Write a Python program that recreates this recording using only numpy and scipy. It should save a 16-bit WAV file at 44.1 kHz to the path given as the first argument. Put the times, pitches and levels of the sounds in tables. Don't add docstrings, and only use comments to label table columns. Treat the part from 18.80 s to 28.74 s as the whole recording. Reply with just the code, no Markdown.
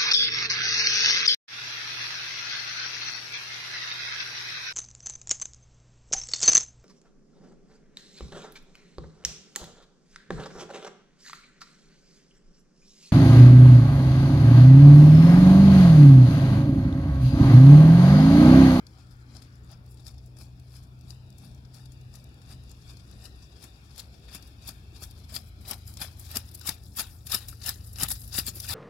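import sys
import numpy as np
from scipy import signal
from scipy.fft import rfft, irfft, next_fast_len
from scipy.io import wavfile
from scipy.ndimage import uniform_filter1d

SR = 44100
rng = np.random.default_rng(int(sys.argv[2]) if len(sys.argv) > 2 else 0)


def volts_from_db(level):
    exponent = np.asarray(level, float) / 20
    return 10 ** exponent


def digitize_waveform(pressure):
    field = np.atleast_2d(pressure).T
    bounded = np.clip(field, -1, 1)
    quanta = np.round(bounded * 32767).astype(np.int16)
    wavfile.write(sys.argv[1], SR, quanta)


N = 438354
HZ = np.fft.rfftfreq(next_fast_len(N), 1 / SR)
TIME = np.arange(N) / SR


def evened(x):
    return x / np.sqrt(np.mean(x ** 2) + 1e-20)


def read(points, hz):
    f, value = np.transpose(points)
    return np.interp(np.log(hz + 1), np.log(f + 1), value)


def over_time(points):
    return np.interp(TIME, *np.transpose(points))


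def shaped(x, gain):
    return irfft(rfft(x, next_fast_len(N)) * gain, next_fast_len(N))[..., :N]


def below(edge_hz, order=4):
    return 1 / (1 + (HZ / edge_hz) ** (2 * order))


def drift(per_s, channels=1):
    return evened(shaped(rng.standard_normal((channels, N)), np.sqrt(below(per_s, order=1))))


# f/Hz, phase/rad
PORT_LAG = [(300, 0), (6000, -.3), (11000, -2), (15000, -4.5)]


def crackle(per_s, spread_db, clump_db, pocket_db, same):
    size = volts_from_db(spread_db * np.minimum(rng.exponential(1, (2, N)), 5)) * rng.standard_normal((2, N))
    snapping = rng.random((2, N)) < per_s / SR
    direct, other = size * snapping * volts_from_db(clump_db * drift(270))
    same = same + (.95 - same) * below(1450, order=1)
    right = shaped(direct, same * np.exp(-1j * read(PORT_LAG, HZ)))
    right = right + shaped(other, np.sqrt(1 - same ** 2))
    z = signal.stft(np.array([direct, right]), nperseg=256, noverlap=192)[2]
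    chance = rng.standard_normal(z.shape[1:])
    narrow = evened(uniform_filter1d(uniform_filter1d(chance, size=2, axis=0), size=20, axis=1))
    wide = evened(uniform_filter1d(uniform_filter1d(chance[::-1], size=14, axis=0), size=5, axis=1))
    z = z * volts_from_db(pocket_db * evened(narrow + wide))
    return evened(signal.istft(z, nperseg=256, noverlap=192)[1][:, :N])


# t/s of peak, level/dB, rise/ms per 20 dB, fall/ms per 20 dB
STEPS = [(.1966, -58.5, 94, 96), (.5637, -52.5, 102, 71), (0.924, -55, 81, 44), (1.2811, -48.5, 58, 51),
         (1.612, -47, 38, 57), (1.9675, -52.5, 117, 65), (2.3068, -50.5, 49, 64), (2.649, -55.5, 103, 116),
         (2.9633, -52.5, 37, 115), (3.3554, -51.5, 49, 68), (3.728, -49.5, 101, 36), (4.1007, -49, 53, 55),
         (4.4589, -46, 77, 32), (4.843, -47, 55, 50), (5.1953, -50.5, 54, 82), (5.5504, -43, 57, 54),
         (5.892, -40, 51, 36), (6.233, -37, 31, 34), (6.56, -37, 49, 48), (6.913, -37, 59, 50),
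         (7.219, -36, 33, 70), (7.57, -38, 57, 54), (7.892, -31.5, 50, 41), (8.1975, -26.5, 31, 38),
         (8.5464, -26, 46, 45.5), (8.89, -28.5, 59, 33), (9.234, -28.5, 57, 36), (9.5924, -24.5, 55, 27.5),
         (9.905, -30.5, 42, 125)]
# t/s, level/dB
STEP_FIZZ = [(0, -28), (1.5, -1.5), (6, -4.5), (7, -1), (9.9, 3)]
# t/s of peak, level/dB, fall/ms per 20 dB, fizz/dB
SPLATS = [(.0668, -66, 23, -26), (.3113, -59, 48, -4), (1.3429, -58, 27, -17), (2.0314, -57.5, 39, -2),
          (2.9433, -47.5, 30, 1), (3.1219, -58, 45, 8), (4.1974, -54, 32, -19), (4.3142, -59.5, 146, -23),
          (4.7632, -54, 48, -21), (5.1084, -56.5, 48, -22), (5.4881, -49.5, 44, -30),
          (5.8228, -53, 82, -24), (5.8778, -36, 17, 7), (6.497, -46.5, 55, -9), (6.813, -53, 31, 5),
          (6.853, -51, 34, -18.5), (6.9334, -37, 27, -6), (6.979, -57.5, 101, 3), (7.0773, -49.5, 132, 11),
          (7.3962, -47.5, 82, 11), (7.5585, -27.5, 30, 4), (8.171, -34, 50, 17), (8.686, -38, 41, 9.5),
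          (8.82, -41.5, 29, -22), (9.0455, -53, 24, 3), (9.3555, -42, 39, 10), (9.4777, -43, 34, 25),
          (9.544, -31.5, 32, -7), (9.7588, -41, 177, 11), (9.8028, -28.5, 10, 3.5)]
# t/s of peak, level/dB, rise and fall/ms per 20 dB, fizz/dB
SCUFFS = [(.6465, -58.5, 104, -16), (1.0643, -52, 5, 10), (1.1158, -55, 43, 17), (1.1993, -58, 40, -6),
          (4.6255, -53.5, 15, -13), (4.7274, -58, 25, -25), (5.3426, -54.5, 26, -22),
          (5.4426, -58, 45, -23), (5.556, -42, 12, 2), (5.6741, -59.5, 114, -2), (5.9445, -61.5, 113, -1),
          (6.166, -48, 37, -12), (6.3889, -56.5, 80, -7), (6.4444, -53.5, 18, -15), (6.887, -38, 19, 10),
          (7.5146, -44.5, 60, 1.5), (7.751, -36.5, 13, 12.5), (7.875, -22.5, 16, 20),
          (8.312, -53.5, 130, 12), (8.471, -40, 18, 10), (8.521, -23.5, 10, 2), (8.6284, -52, 110, -1),
          (8.732, -48.5, 40, 0), (8.9417, -51, 107, 4), (9.0714, -50, 67, 12), (9.316, -24.5, 26, 10.5),
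          (9.4176, -45.5, 122, 24), (9.5316, -39, 18, -9), (9.682, -27.5, 28.5, -1), (9.851, -38.5, 41, -3)]
# t/s of peak, level/dB, rise/ms per 20 dB, fizz/dB
PULLS = [
    (3.9181, -57, 95, -21),
    (5.2, -37, 46, -10),
    (6.3173, -53, 51, -10),
    (6.687, -59, 124, 8),
    (7.469, -49.5, 73, -4),
    (7.6907, -53, 88, 5),
    (7.7883, -57, 49, 12),
    (8.503, -39, 26, -8),
    (8.8434, -35.5, 20, -17),
]
# t/s of peak, level/dB, fizz/dB
SNAPS = [(.2694, -62, -22), (.621, -42, -11), (1.1444, -54, 11), (1.1733, -53, -9), (1.2676, -40.5, -3),
         (1.3819, -50.5, -9), (1.4617, -52.5, 18), (1.5697, -48.5, -7), (1.588, -46, 2), (1.798, -53.5, -3),
         (2.5834, -46.5, 22), (2.8515, -52, -29), (3.057, -46.5, -6), (3.2127, -59.5, 5),
         (3.6178, -50, -23), (3.8373, -54, -3), (4.1705, -49.5, -4), (5.626, -46.5, -8), (7.715, -48, 14),
         (7.813, -40.5, 2), (7.9459, -50, 12), (9.132, -39, 27), (9.159, -39, -13), (9.286, -26.5, 10),
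         (9.439, -43, 5), (9.667, -28.5, 16), (9.889, -25, 3)]
SPLAT_RISE_MS, SPLAT_RISE_SHARE, PULL_FALL_SHARE, SNAP_RISE_MS, SNAP_FALL_MS = 3.4, 0.18, 0.3, 3.7, 12.7
STEP_WET_DB, SPLAT_WET_DB, SCUFF_WET_DB, PULL_WET_DB, SNAP_WET_DB = -9, -8.5, -10.5, -14.5, -10
WET_DB_PER_DOUBLING = 2.5


def footfalls():
    steps = [(s, db, rise, fall, np.interp(s, *np.transpose(STEP_FIZZ))) for s, db, rise, fall in STEPS]
    splats = [(s, db, SPLAT_RISE_MS + SPLAT_RISE_SHARE * ms, ms, fizz) for s, db, ms, fizz in SPLATS]
    scuffs = [(s, db, ms, ms, fizz) for s, db, ms, fizz in SCUFFS]
    pulls = [(s, db, ms, PULL_FALL_SHARE * ms, fizz) for s, db, ms, fizz in PULLS]
    snaps = [(s, db, SNAP_RISE_MS, SNAP_FALL_MS, fizz) for s, db, fizz in SNAPS]
    kinds = [(STEP_WET_DB, steps), (SPLAT_WET_DB, splats), (SCUFF_WET_DB, scuffs),
             (PULL_WET_DB, pulls), (SNAP_WET_DB, snaps)]
    crunches = []
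    for wet_db, rows in kinds:
        for s, db, rise, fall, fizz in rows:
            squelch_db = wet_db + WET_DB_PER_DOUBLING * np.log2(abs(rise + fall) / 100)
            crunches.append((s, db, rise, fall, squelch_db, fizz))
    return crunches


# t/s, level/dB, fizz/dB
CRACKS = [(0.068, -41.5, -32), (0.5679, -38, -21), (1.2808, -41, -19), (2.306, -35.5, -27), (3.121, -54, 6),
          (3.3554, -39.5, 0), (5.202, -37, 7), (5.89, -29.5, 14), (6.5632, -22.5, -12), (6.911, -25.5, 22),
          (7.0769, -44, 8), (7.172, -30, -24), (7.396, -38, 36), (7.5701, -19.5, 1), (7.776, -46, 8),
          (7.7953, -45, 12), (7.892, -23.5, 7), (8.471, -37, -17), (8.546, -17, 15), (8.685, -33.5, 12),
          (8.892, -18.5, 10), (9.2340, -16, 14), (9.4175, -39, 9), (9.5879, -17, 12)]
# t/s, level/dB
CHIPS = [(2.503, -47), (2.714, -57), (2.7476, -54), (3.441, -48), (3.491, -59), (3.542, -55), (3.895, -47),
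         (3.906, -54), (3.915, -46), (4.313, -47), (6.98, -52), (7.139, -45), (8.0365, -50), (8.059, -58),
         (9.045, -52), (9.142, -53), (6.31, -47.5)]
# t/s, level/dB
GRIT = [(0.0504, -62), (0.5457, -40), (0.754, -46.5), (0.8445, -45.5), (0.9137, -33), (1.2511, -44),
        (1.6113, -36), (2.0694, -52), (2.1884, -51), (2.2095, -41), (2.4628, -56), (2.5252, -44),
        (3.3388, -39), (4.0277, -56), (4.441, -34), (4.559, -47), (4.8254, -35), (4.8393, -30),
        (5.1602, -40), (5.1781, -29), (5.1934, -31), (5.3951, -47), (5.6728, -40)]
# t/s, level/dB, fall/ms per 20 dB, fizz/dB
BITES = [(5.5475, -21.5, 24, 2), (5.874, -33, 28, 0), (6.542, -28, 30, 8), (6.551, -21, 21, 9),
         (7.2015, -27, 28, 6), (7.215, -19, 44, -4), (8.185, -20, 30, -3), (8.4963, -27, 34, -4),
         (8.8189, -41, 30, -6), (8.861, -15.5, 42, 10), (9.1847, -25, 30, -14), (9.198, -19.5, 30, 0),
         (9.206, -20, 30, 9), (9.304, -21.5, 60, 5), (9.5282, -30, 30, -6), (9.8874, -26, 32, 2)]
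BITE_DB, BITE_RISE_MS, SETTLE_DB, SETTLE_WET_DB, SETTLE_MS = -11.5, 1.2, -21, -3, 136


def sudden_cracks():
    cracks = [(s, db + 0.5, 1.8, 7., -27., fizz_db) for s, db, fizz_db in CRACKS]
    cracks += [(s + 0.00068, db + 3.0, 1.5, 4., -32., 1.5) for s, db in CHIPS]
    cracks += [(s + 0.0016, db - 9.5, 1.2, 7., -30., 0.5) for s, db in GRIT]
    cracks += [(s + 0.0007, db + BITE_DB, BITE_RISE_MS, ms, -17., fizz_db) for s, db, ms, fizz_db in BITES]
    cracks += [(s, db + SETTLE_DB, 30., SETTLE_MS, SETTLE_WET_DB, 0.5) for s, db, *_ in STEPS]
    return cracks


# t/s, level/dB
SPRAY = [
    (0.0, -63.5),
    (3.32, -69.5),
    (4.12, -59.5),
    (6.89, -67.5),
    (7.06, -57),
    (8.0, -53.5),
    (8.89, -53),
    (9.94, -56),
]


def spray_power():
    spray_db = over_time(SPRAY) + 2.5 * drift(6.1)
    nearness = np.interp(TIME, [6.5, 8.], [0, 1])
    drop_size = volts_from_db(8 + 5. 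* rng.exponential(1, (3, N)).clip(0, 2.5))
    drops = drop_size * (rng.random((3, N)) < 13 / SR)
    patter = 1 + signal.lfilter([1], [1, -np.exp(-1 / (.001 * SR))], drops)
    band_db = np.array([[-6.], [7.], [2.5]]) + nearness * np.array([[-14.], [-5.], [2.5]])
    return patter * volts_from_db(2 * (spray_db + band_db))


def with_distance(near):
    sheen = shaped(near, 1 - below(10700, order=6))
    dip = shaped(near, below(4100, order=8) - below(2930))
    near = near - dip * (1 - volts_from_db(np.interp(TIME, [1.5, 4., 7.], [-5., -3., -0.5])))
    ring = shaped(near, below(4780, order=12) - below(4400, order=12))
    near = near + ring * (volts_from_db(np.interp(TIME, [1.5, 6.5], [3., 0.3])) - 1)
    return near - sheen * (1 - volts_from_db(np.interp(TIME, [0, 4., 6.5], [-7., -8., 0])))


# t/s, squelch level/dB, deep mud level/dB
GROUND = [(0, -4.5, 10), (.75, -2.5, 2.5), (.95, 2.5, 10), (1.2, -5, 7), (2.5, -4.5, 8), (4.5, -2.5, 6),
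          (5.6, 2.5, 2.5), (6.2, -3, 0.5), (6.9, -0.5, 7.5), (7.2, 2, 4), (7.9, 2.5, 2.5), (8.5, 2, -0.5),
          (8.9, 0, -1), (9.25, 5, -1.5), (9.6, -1.5, -4.5), (9.94, -1, -0.5)]


def slush():
    power = np.zeros((3, N))
    for s, db, rise_ms, fall_ms, squelch_db, fizz_db in footfalls() + sudden_cracks():
        around = slice(max(round((s - .16) * SR), 0), round((s + 0.3) * SR))
        ms = 1000 * (TIME[around] - s)
        shape_db = -20 * np.maximum(-ms / max(rise_ms, 1), ms / max(fall_ms, 1))
        crust_db = db - 10 * np.log10(1 + volts_from_db(2 * fizz_db))
        band_db = crust_db + np.array([[squelch_db + 17.5], [11.], [fizz_db + 19.0]])
        power[:, around] += volts_from_db(2 * shape_db) * volts_from_db(2 * band_db)
    at, wet_db, mud_db = np.transpose(GROUND)
    power[0] *= volts_from_db(2 * np.interp(TIME, at, wet_db))
    power += spray_power()
    grains = crackle(per_s=24000, spread_db=.8, clump_db=1.3, pocket_db=3.2, same=.3)
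    low, high = below(3950, order=6), below(7960)
    shares = [low * (1 - below(550, order=3)), high - low, 1 - high]
    near = 0
    for p, share in zip(power, shares):
        near = near + np.sqrt(p) * evened(shaped(grains, np.sqrt(abs(share))))
    near = near + (volts_from_db(np.interp(TIME, at, mud_db)) - 1) * shaped(near, below(1220, order=3))
    return with_distance(near)


# t/s, level/dB, f/Hz, time to fall 60 dB/s
THUDS = [(5.55, -47, 178.6, 0.045), (5.887, -48.5, 171, 0.059), (6.22, -47.5, 383, 0.025),
         (6.557, -54, 298, 0.04), (6.907, -51, 237, 0.078), (7.21, -45.5, 173, 0.054),
         (7.562, -38, 244, 0.039), (7.89, -33, 167, 0.019), (8.186, -52.5, 230, 0.064),
         (8.539, -47, 196, 0.083), (8.887, -49, 153, 0.037), (9.228, -33, 158, 0.039),
         (9.586, -22.5, 156, 0.01), (9.678, -46, 245, 0.047), (9.766, -47, 350, 0.029)]


def thuds():
    out, t = np.zeros(N + 8000), np.arange(8000) / SR
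    for s, db, hz, t60 in THUDS:
        tone = np.sin(2 * np.pi * hz * t) + 0.56 * np.sin(2 * np.pi * 1.625 * hz * t)
        onset = 1 - np.exp(-t / 0.0032)
        out[round(s * SR):][:len(t)] += volts_from_db(db + 13.5 - 60 * t / max(t60, .01)) * onset * tone
    return out[:N]


# t/s, level/dB, f/Hz, time to fall 60 dB/s
DEEP_POCKETS = [(6.222, -43, 605, 0.044), (6.522, -41, 630, 0.05), (6.563, -45, 715, 0.05),
                (6.877, -38, 720, 0.054), (7.547, -38, 643, 0.05), (7.891, -33, 854, 0.054),
                (8.206, -33, 860, 0.059), (8.552, -42, 694, 0.05), (8.851, -44, 696, 0.07),
                (9.229, -30, 790, 0.057), (9.549, -36, 775, 0.05), (9.581, -39, 706, 0.083),
                (9.765, -51, 700, 0.03), (9.905, -41, 832, 0.05)]
MID_POCKETS = [(6.2202, -42, 1230, 0.036), (6.5635, -30.5, 2580, 0.033), (6.848, -44, 2540, 0.04),
               (6.9091, -36, 2540, 0.04), (7.2155, -35, 2430, 0.06), (7.557, -35, 1310, 0.043),
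               (7.8116, -44, 1460, 0.033), (7.8754, -29, 2220, 0.037), (7.8872, -26.5, 2180, 0.04),
               (8.1635, -42, 2710, 0.04), (8.184, -29, 1330, 0.052), (8.493, -44, 2720, 0.029),
               (8.5296, -27.5, 1267, 0.06), (8.7277, -38.5, 1300, 0.015), (8.884, -25, 1725, 0.036),
               (9.1846, -33, 2857, 0.04), (9.2072, -27, 2960, 0.062), (9.2323, -27, 1610, 0.044),
               (9.549, -32, 2700, 0.047), (9.5838, -33, 2860, 0.055), (9.665, -46, 1750, 0.052),
               (9.8442, -38, 1470, 0.064), (9.8896, -38, 1720, 0.047)]
THIN_POCKETS = [(6.5635, -18.5, 4810, 0.028), (6.9097, -19.5, 5530, 0.037), (7.2145, -21.5, 4825, 0.035),
                (8.1858, -30, 5100, 0.03), (8.519, -29, 5100, 0.03), (8.546, -8.5, 5350, 0.021),
                (8.5694, -29, 4900, 0.03), (8.8624, -27, 5200, 0.033), (8.8844, -22, 5280, 0.03),
                (9.2126, -17, 5400, 0.033), (9.5846, -27, 4870, 0.03), (9.6818, -15.5, 4380, 0.022),
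                (9.9044, -26, 5240, 0.033)]


def pockets():
    out, t = np.zeros(N + 4000), np.arange(4000) / SR
    for gain_db, rows in [(8.2, DEEP_POCKETS), (8.4, MID_POCKETS), (3.8, THIN_POCKETS)]:
        for s, db, hz, t60 in rows:
            flurry = rng.standard_normal(300) * np.exp(-t[:300] / 0.0024)
            ring = volts_from_db(-60 * t / max(t60, .006)) * np.sin(2 * np.pi * hz * t * (1 + 1.14 * t))
            sound = signal.fftconvolve(flurry, ring)[:len(t)]
            out[round(s * SR):][:len(t)] += volts_from_db(db + gain_db) * sound / abs(sound).max()
    return out[:N]


DRIP_S, DRIP_LENGTH_S, DRIP_HZ, DRIP_GLIDE, DRIP_DB = .757, .035, 6400, .21, -55


def drip():
    u = np.clip((TIME - DRIP_S) / DRIP_LENGTH_S, 0, 1)
    hz = DRIP_HZ * (1 + DRIP_GLIDE * np.sin(np.pi * u / 2))
    return volts_from_db(DRIP_DB) * np.sin(np.pi * u) * np.sin(2 * np.pi * np.cumsum(hz) / SR)


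# t/s, shaft f/Hz, then level/dB of the tones at 2, 3 and 4 times the shaft speed
ENGINE = [(0, 30.08, -65, -60.5, -53.5), (.85, 30.58, -60, -58.5, -51), (1.3, 30.87, -53, -58, -48.5),
          (2.9, 31.47, -63, -56, -49), (3.74, 31.38, -60, -63, -52), (4.15, 30.06, -66, -78, -49.5),
          (4.6, 27.62, -52, -68, -57.5), (5.1, 27.18, -62, -65, -62.5), (6.2, 27.41, -52, -53.5, -53),
          (7.5, 27.29, -60, -46.5, -50.5), (8.25, 27.47, -65, -52.5, -53.5),
          (9.1, 27.37, -47.5, -48.5, -46.5), (9.94, 27.36, -55, -48, -48)]


def engine():
    s, hz, *levels_db = np.transpose(ENGINE)
    turns = np.cumsum(np.interp(TIME, s, hz)) / SR
    sway = drift(0.44, channels=6)
    sway_db, sway_phase = 1.2 * sway[:3], .15 * sway[3:]
    drone = np.zeros(N)
    for k, db in enumerate(levels_db):
        level = np.sqrt(2) * volts_from_db(np.interp(TIME, s, db) + sway_db[k])
        drone += level * np.cos(2 * np.pi * (k + 2) * turns + sway_phase[k])
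    return drone


def hum():
    sway = drift(1.7, channels=2)
    turn = 2 * np.pi * 65.3 * TIME + 0.83 * sway[0]
    octave = np.interp(TIME, [4.3, 4.8], [.05, .4]) * np.cos(2 * turn)
    return volts_from_db(-51.5 + 0.42 * sway[1]) * (np.cos(turn) + octave)


# f/Hz, level/dB per Hz
WASH = [(20, -30), (40, -10), (60, -2), (95, -9), (150, -11), (250, -14), (500, -22), (1000, -28),
        (2000, -34), (4000, -40), (16000, -52)]
# t/s, level/dB
SWELL = [(0.0, -53), (4.57, -48), (4.9, -51), (9.83, -47.5), (9.94, -34.5)]
# f/Hz, likeness (-1 to 1)
SAME = [(60, 0.94), (180, 0.95), (550, 0.58), (1650, -0.66), (4970, 0.3), (15000, -0.76)]


def wash():
    frames, hz = N // 512 + 5, np.fft.rfftfreq(2048, 1 / SR)
    a, b, c, d, patches = rng.standard_normal((frames, 1025, 5)).T
    patches = evened(uniform_filter1d(uniform_filter1d(patches, size=9, axis=0), size=10, axis=1))
    same, left = np.clip(read(SAME, hz), -1, 1)[:, None], a + 1j * b
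    right = same * left + np.sqrt(1 - same ** 2) * (c + 1j * d)
    z = np.array([left, right]) * volts_from_db(read(WASH, hz)[:, None] + 2.1 * patches)
    air = evened(signal.istft(z, nperseg=2048, noverlap=1536)[1][:, :N])
    rumble = shaped(air, np.sqrt(below(152, order=2)))
    hiss = shaped(air, np.sqrt(1 - below(2200, order=2)))
    hiss_db = np.interp(TIME, [0, 1.2, 4., 6., 7., 7.95, 8.05, 8.6, 9.4],
                        [1.0, 2.5, 9.0, 9.0, 9.0, 10.5, -18.0, -12.0, 4.0])
    road_db = np.interp(TIME, [.9, 1.3, 7.6, 8., 9.5], [6.0, -4.5, -3.5, 3.0, 2.0])
    road = (volts_from_db(road_db) - 1) * shaped(air, below(2300) - below(1130))
    steady = volts_from_db(-41.0) * (air - rumble + road + (volts_from_db(hiss_db) - 1) * hiss)
    return steady + volts_from_db(over_time(SWELL) + 16.5) * rumble


def scene():
    return slush() + volts_from_db(15.5) * (thuds() + engine() + hum()) + wash() + pockets() + drip()


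# t/s, delay/ms
HAND = [(0, 1.03), (1.6, 1.02), (2.5, .97), (5, .98), (6.2, 1.0), (6.8, 1.05), (7.2, 1.05), (7.8, .94),
        (9.94, .95)]


def with_hand_echo(dry):
    echo = shaped(dry, 1.05 * (below(4500) - below(1750)))
    tremble = drift(1.5, channels=2)
    late = TIME - over_time(HAND) / 1000 - 4e-5 * tremble[0]
    echo = np.array([np.interp(late, TIME, port) for port in echo])
    strength = np.interp(TIME, [1.3, 2.2, 7., 8.], [.4, .62, .62, .3])
    return dry - strength * (1 + .25 * tremble[1]) * echo


# f/Hz, level/dB
LEFT = [(500, -14.5), (1400, -10.5), (2050, -19), (2650, -16), (3150, -12), (3900, -6.5), (5100, -8.5),
        (6300, -17.5), (7200, -13.5), (8400, -19), (10300, -11.5), (12000, -12.5), (14000, -23),
        (15700, -19.5)]
RIGHT = [(500, -16.5), (1400, -18.5), (2050, -21), (2650, -16.5), (3400, -27.5), (4200, -25), (5800, -24.5),
         (6400, -49), (9000, -36.5), (10500, -29), (12000, -17.5), (13000, -12), (14500, -21.5),
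         (15700, -30)]
# f/Hz, level/dB
BODY = [(380, -0.5), (520, -3), (740, 0.5), (1010, -4), (1280, -0.5), (1560, -1), (1800, 4), (3700, -1.5),
        (4400, -4.5), (4800, 0.5), (5250, 1), (5900, -0.5)]


def through_ports(held):
    ports = volts_from_db(np.array([read(LEFT, HZ), read(RIGHT, HZ)]) + read(BODY, HZ))
    edge = np.sqrt(below(15850, order=150) + volts_from_db(-84.)) * (1 - below(30, order=2))
    self_noise = volts_from_db(-73.5) * shaped(rng.standard_normal((2, N)), 1 - below(12500, order=3))
    return shaped(shaped(held, ports) + self_noise, edge)


def top_cut(x):
    return signal.sosfilt(signal.butter(12, 16930, fs=SR, output="sos"), x)


def record(dry):
    mix = through_ports(with_hand_echo(dry))
    return top_cut(mix)


dry = scene()
out = record(dry)
digitize_waveform(out)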